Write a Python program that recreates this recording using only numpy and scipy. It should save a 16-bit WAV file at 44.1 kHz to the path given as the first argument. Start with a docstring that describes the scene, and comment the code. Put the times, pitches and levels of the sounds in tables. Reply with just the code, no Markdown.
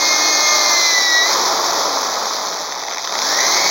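"""A corded drill bores through a thin wooden hoop, close by in a small workshop.
The motor whines over a rush of brushes and fan air, and its pitch sags as the bit bites.
The bit comes free and the rotor picks up, then coasts down with chattering gears until
single knocks ring the casing. Last, the motor spins up again.
Every tone is a multiple of the rotor speed, so all of them glide together."""
import sys
import numpy as np
from scipy import signal
from scipy.fft import rfft, irfft
from scipy.io import wavfile

SR = 44100
rng = np.random.default_rng(int(sys.argv[2]) if len(sys.argv) > 2 else 0)


def to_wav(sig):
    """Store sig (one row per channel, or 1-D mono) as 16-bit WAV at the path in sys.argv[1].

    Samples outside -1..1 are clipped; the rate is SR.
    """
    pcm = np.clip(np.atleast_2d(sig), -1, 1) * 32767
    pcm = np.round(pcm).astype(np.int16)
    wavfile.write(sys.argv[1], SR, pcm.T)  # frames by channels


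N = 163170
FULL_SPEED_HZ = 356.3
PORT_NULL_HZ = 2835   # the microphone's two ports cancel at odd multiples of this

# effort of the motor: time_s, whine_db, load_fraction
EFFORT = [(0, -2.5, 0.4), (.3, -0.5, 0.05), (.62, -1, 0.27), (.9, 0.5, 0.63), (1.04, 2, 0.97), (1.17, 6, 1),
          (1.27, 1, 0.97), (1.45, -20.5, 0), (3.15, -12, 0), (3.4, 3, 0), (3.7, -2, 0)]


def from_db(db):
    """Amplitude grows tenfold with every 20 dB."""
    return 10 ** (np.asarray(db) / 20)


def rms_one(x):
    """Normalisation to unit mean power."""
    return x / np.sqrt(np.mean(x ** 2) + 1e-20)


def in_time(rows):
    """Linear interpolation of each column against the first, time."""
    time_s, *columns = np.transpose(rows)
    return [np.interp(np.arange(N) / SR, time_s, column) for column in columns]


def drift(corner_hz):
    """Low-passed noise: a random fluctuation with unit spread."""
    step = 40   # samples between points
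    pole = np.exp(-2 * np.pi * corner_hz * step / SR)
    noise = rng.standard_normal(N // step + 2002)
    slow = signal.lfilter([1], [1, -2 * pole, pole * pole], noise)[2000:]
    return np.interp(np.arange(N) / step, np.arange(len(slow)), rms_one(slow))


def coloured(x, spectrum):
    """Spectral shaping, scaled so that white noise keeps its power after the ports."""
    hz = np.arange(N + 1) * SR / (2 * N)
    points_hz, points_db = np.transpose(spectrum)
    gain = from_db(np.interp(np.log(hz + 1), np.log(points_hz), points_db))
    pickup = np.cos(np.pi * hz / (2 * PORT_NULL_HZ))
    gain /= np.sqrt(np.mean((gain * pickup) ** 2))
    return irfft(rfft(x, 2 * N) * gain)[:N]


def tone(turns, multiple, db):
    """Rotational order: a flickering sine, raised up to fivefold against port loss at full speed."""
    pickup = max(abs(np.cos(np.pi * multiple * FULL_SPEED_HZ / (2 * PORT_NULL_HZ))), .2)
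    flicker_db = 2 * drift(corner_hz=9.3)
    amplitude = np.sqrt(2) / pickup * from_db(db + flicker_db)
    return amplitude * np.sin(2 * np.pi * (multiple * turns + rng.random()))


def workshop(x):
    """Reverberation: diffuse reflections in the cluttered room decay exponentially."""
    level_db, t60_s, gap_s = -11.5, 0.21, .004
    t = np.arange(SR // 2) / SR
    tail = rng.standard_normal(len(t)) * from_db(-60 * t / t60_s) * (t > gap_s)
    return from_db(level_db) * signal.fftconvolve(x, tail / np.linalg.norm(tail))[:N]


def commutator_whistle(turns):
    """A high rotational order: the commutator's thin whistle."""
    # whistle strength: time_s, level_db
    whistle = [(1.0, -62), (1.35, -47), (1.85, -54), (2.15, -85)]
    return tone(turns, multiple=37.77, db=in_time(whistle)[0])


def shaft_hum(speed, turns, free, shaft_db):
    """Forced vibration: gear shafts and rotor unbalance hum, growing as a power of speed."""
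    # gear shaft tones: rotor_multiple, in_wood_db, free_db
    shaft_tones = [(.428, -60, -50), (.685, -50.5, -48), (.856, -39.5, -53)]
    shafts = sum(tone(turns, k, shaft_db + held + free * (idle - held)) for k, held, idle in shaft_tones)
    unbalance = tone(turns, multiple=1, db=-41 + 3 * free)
    return (shafts + unbalance) * (speed / FULL_SPEED_HZ) ** 2.84


def fan_rasp(speed, turns, free):
    """Random modulation spreads the fan tone into a rough band once the bit is free."""
    whine_db, _ = in_time(EFFORT)
    carrier = tone(turns, multiple=6, db=whine_db - 27.5)
    return free * (speed / FULL_SPEED_HZ) ** 2 * drift(corner_hz=190) * carrier


def gear_mesh(speed, turns, mesh_db):
    """Periodic tooth contact makes tones whose amplitude grows with speed squared."""
    # mesh tones: rotor_multiple, level_db
    mesh_tones = [(1.711, -33), (3.422, -29.5), (9.41, -40)]
    return sum(tone(turns, k, db + mesh_db) for k, db in mesh_tones) * (speed / FULL_SPEED_HZ) ** 2


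def casing(slowness, turns):
    """Modal resonance: at low speed, ticks and knocks of the slack gears ring the casing."""
    # knocks of the gears: start_s, peak_db
    knock_list = [(2.7223, -11), (2.803, -20.5), (2.816, -20), (2.8353, -16), (2.850, -19), (2.872, -17),
                  (2.883, -15), (2.902, -28), (2.911, -14), (2.922, -12.5), (2.933, -15), (2.945, -14),
                  (2.972, -15), (2.982, -13), (2.9941, -13.5), (3.043, -14.5), (3.049, -11), (3.074, -10.5),
                  (3.093, -14), (3.123, -10.5), (3.153, -8), (3.188, -7.5), (3.218, -11)]
    # casing modes: pitch_hz, width_hz, level_db
    modes = [(857, 140, 6), (1978, 344, 8), (2512, 520, 6.5), (3590, 420, 6.5), (5140, 360, -3),
             (6050, 210, 2.5)]
    knock_decay_s, tick_db, tick_decay_per_turn, band_hz = 0.0018, -20.5, 4.04, (560, 10200)
    hits = np.zeros(N)
    for start_s, peak_db in knock_list:
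        hits[int(start_s * SR)] = from_db(peak_db)
    knocks = signal.lfilter([1], [1, -np.exp(-1 / (knock_decay_s * SR))], hits + 1e-18)
    ticks = from_db(tick_db) * slowness * np.exp(-tick_decay_per_turn * (turns % 1))
    drive = np.hypot(knocks, ticks) * rng.choice([-1, 1], N)
    rings = np.zeros(N)
    for k, (hz, width, db) in enumerate(modes):
        resonator = signal.iirpeak(hz, hz / width, fs=SR)
        rings += (-1) ** k * from_db(db) * signal.lfilter(*resonator, drive)
    total_width = sum(width for _, width, _ in modes)
    band = signal.butter(2, band_hz, "band", fs=SR, output="sos")
    return np.sqrt(SR / (np.pi * total_width)) * signal.sosfilt(band, rings)


def gear_chatter(speed):
    """Shot noise: random tooth impacts ring the gearbox, fewer as the rotor slows."""
    # chatter strength: time_s, level_db
    chatter = [(0, -24), (.65, -23), (1.0, -26), (1.2, -24), (1.32, -20), (1.55, -19), (1.8, -20.5),
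               (2.15, -22.5), (2.5, -26), (2.8, -29.5), (3.08, -31), (3.15, -23.5), (3.3, -23), (3.45, -21),
               (3.7, -22.5)]
    # gearbox spectrum: frequency_hz, level_db
    gearbox = [(25, -33), (90, -29.5), (200, -18), (320, -10), (520, -3), (750, 0.5), (1000, 2.5),
               (1280, 0.5), (1550, -9.5), (2000, -10.5), (3000, -9), (8000, -57)]
    impacts_per_s, spread_db = 2600 * speed / FULL_SPEED_HZ, 2.5
    hit = rng.random(N) < impacts_per_s / SR
    sizes = from_db(spread_db * rng.standard_normal(N)) * rng.choice([-1, 1], N)
    impacts = rms_one(hit * sizes / np.sqrt(speed))   # even power at any impact rate
    return from_db(in_time(chatter)[0]) * coloured(impacts, gearbox)


def brushes(slowness, turns):
    """Amplitude modulation: brush and air noise swells once a turn and pulses with the mains."""
    # strength of the rush: time_s, level_db
    rush = [(0, -18), (.4, -17.5), (.8, -17), (1.2, -21.5), (1.32, -17), (1.5, -20), (1.8, -21),
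            (2.2, -23.5), (2.55, -25.5), (2.85, -30.5), (3.06, -29), (3.2, -22.5), (3.28, -19), (3.48, -18),
            (3.7, -17)]
    # spectrum of brushes and fan air: frequency_hz, level_db
    air = [(100, -45), (800, -16), (1500, -6), (1950, 0.5), (2450, -0.5), (3200, 1.5), (3700, 3),
           (4400, 0.5), (5100, 0), (5900, 0.5), (6400, -2), (7000, -8.5), (8000, -21), (9000, -26.5),
           (10500, -21.5), (12000, -22), (13500, -24.5), (14700, -9.5), (15700, -14.5)]
    turn_spread_db, mains_pulse_hz = 1.5, 101.6
    depth = 0.14 + 0.31 * slowness
    turn_gain = from_db(turn_spread_db * rng.standard_normal(N)[turns.astype(int)])
    swell = np.exp(depth * np.cos(2 * np.pi * turns)) / np.sqrt(np.i0(2 * depth))   # unit mean power
    mains = 1 + 0.09 * np.sin(2 * np.pi * mains_pulse_hz * np.arange(N) / SR)
    noise = rms_one(swell * turn_gain * mains * rng.standard_normal(N))
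    return from_db(in_time(rush)[0]) * coloured(noise, air)


def motor_whine(speed, turns, free):
    """Harmonic series: fan and armature tones, whose balance shifts with the load on the bit."""
    # harmonics: rotor_multiple, light_touch_db, loaded_db, free_db
    harmonics = [(5, -29, -46.5, -45), (6, -23, -22, -30), (7, -35, -41.5, -41), (11, -42, -33, -38),
                 (12, -25, -20.5, -29), (13, -30, -29, -40), (16, -31, -37, -48), (17, -25.5, -29, -35),
                 (18, -22.5, -32, -27.5)]
    whine_db, load = in_time(EFFORT)
    whine = np.zeros(N)
    for multiple, light_db, loaded_db, free_db in harmonics:
        in_wood_db = light_db + load * (loaded_db - light_db)
        whine += tone(turns, multiple, whine_db + (1 - free) * in_wood_db + free * free_db)
    return whine * (speed / FULL_SPEED_HZ) ** 2


def drive_train(speed, turns, free):
    """Phase modulation: the rotor's unsteadiness shakes motor and gear tones together."""
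    # firmness of the gears: time_s, mesh_db, shaft_db
    firmness = [(0, -3.5, 0.5), (.33, -2.5, 2), (.52, 4, -21), (.85, -2.5, -17), (1.05, -13.5, -12.5),
                (3.2, -17.5, -6.5), (3.55, -11, -1.5)]
    mesh_db, shaft_db = in_time(firmness)
    wander_rad = 0.027 * drift(corner_hz=26)
    shudder_rad = 0.12 * free * drift(corner_hz=54)   # nothing steadies the free spindle
    shaky = turns + (wander_rad + shudder_rad) / (2 * np.pi)
    return (motor_whine(speed, shaky, free) + gear_mesh(speed, shaky, mesh_db)
            + shaft_hum(speed, shaky, free, shaft_db) + commutator_whistle(shaky))


def scene():
    """Superposition: one rotor drives every layer, heard in the centre."""
    # rotor speed: time_s, rotation_hz
    rotor_speed = [(0, 354.4), (.32, 356.8), (.6, 353.5), (.88, 339.5), (.95, 332.3), (1.02, 329),
                   (1.13, 321.8), (1.22, 323), (1.34, 356.4), (1.47, 373.4), (1.72, 323.6), (2.0, 267.9),
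                   (2.4, 200.7), (2.65, 162.8), (2.82, 109.3), (2.97, 87.8), (3.08, 167.6), (3.27, 279.6),
                   (3.4, 326.6), (3.55, 356.2), (3.7, 375)]
    speed, = in_time(rotor_speed)
    turns = np.cumsum(speed) / SR
    slowness = np.clip(1 - speed / FULL_SPEED_HZ, 0, 1)
    withdraw_s, clear_s = 1.187, 1.33   # the bit leaves the wood
    free, = in_time([(withdraw_s, 0), (clear_s, 1)])
    clatter = gear_chatter(speed) + brushes(slowness, turns) + casing(slowness, turns)
    tones = drive_train(speed, turns, free) + fan_rasp(speed, turns, free)
    return np.tile(tones + clatter + workshop(clatter), (2, 1))


def record(dry):
    """Comb filtering: the microphone sums two ports, one delayed; a steep low-pass cuts the top."""
    cutoff_hz = 15850
    hz = np.arange(N + 1) * SR / (2 * N)
    comb = (1 + np.exp(-1j * np.pi * hz / PORT_NULL_HZ)) / 2
    heard = irfft(rfft(dry, 2 * N) * comb)[:, :N]
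    return signal.sosfilt(signal.ellip(12, .1, 90, cutoff_hz, fs=SR, output="sos"), heard)


dry = scene()
out = record(dry)
to_wav(out)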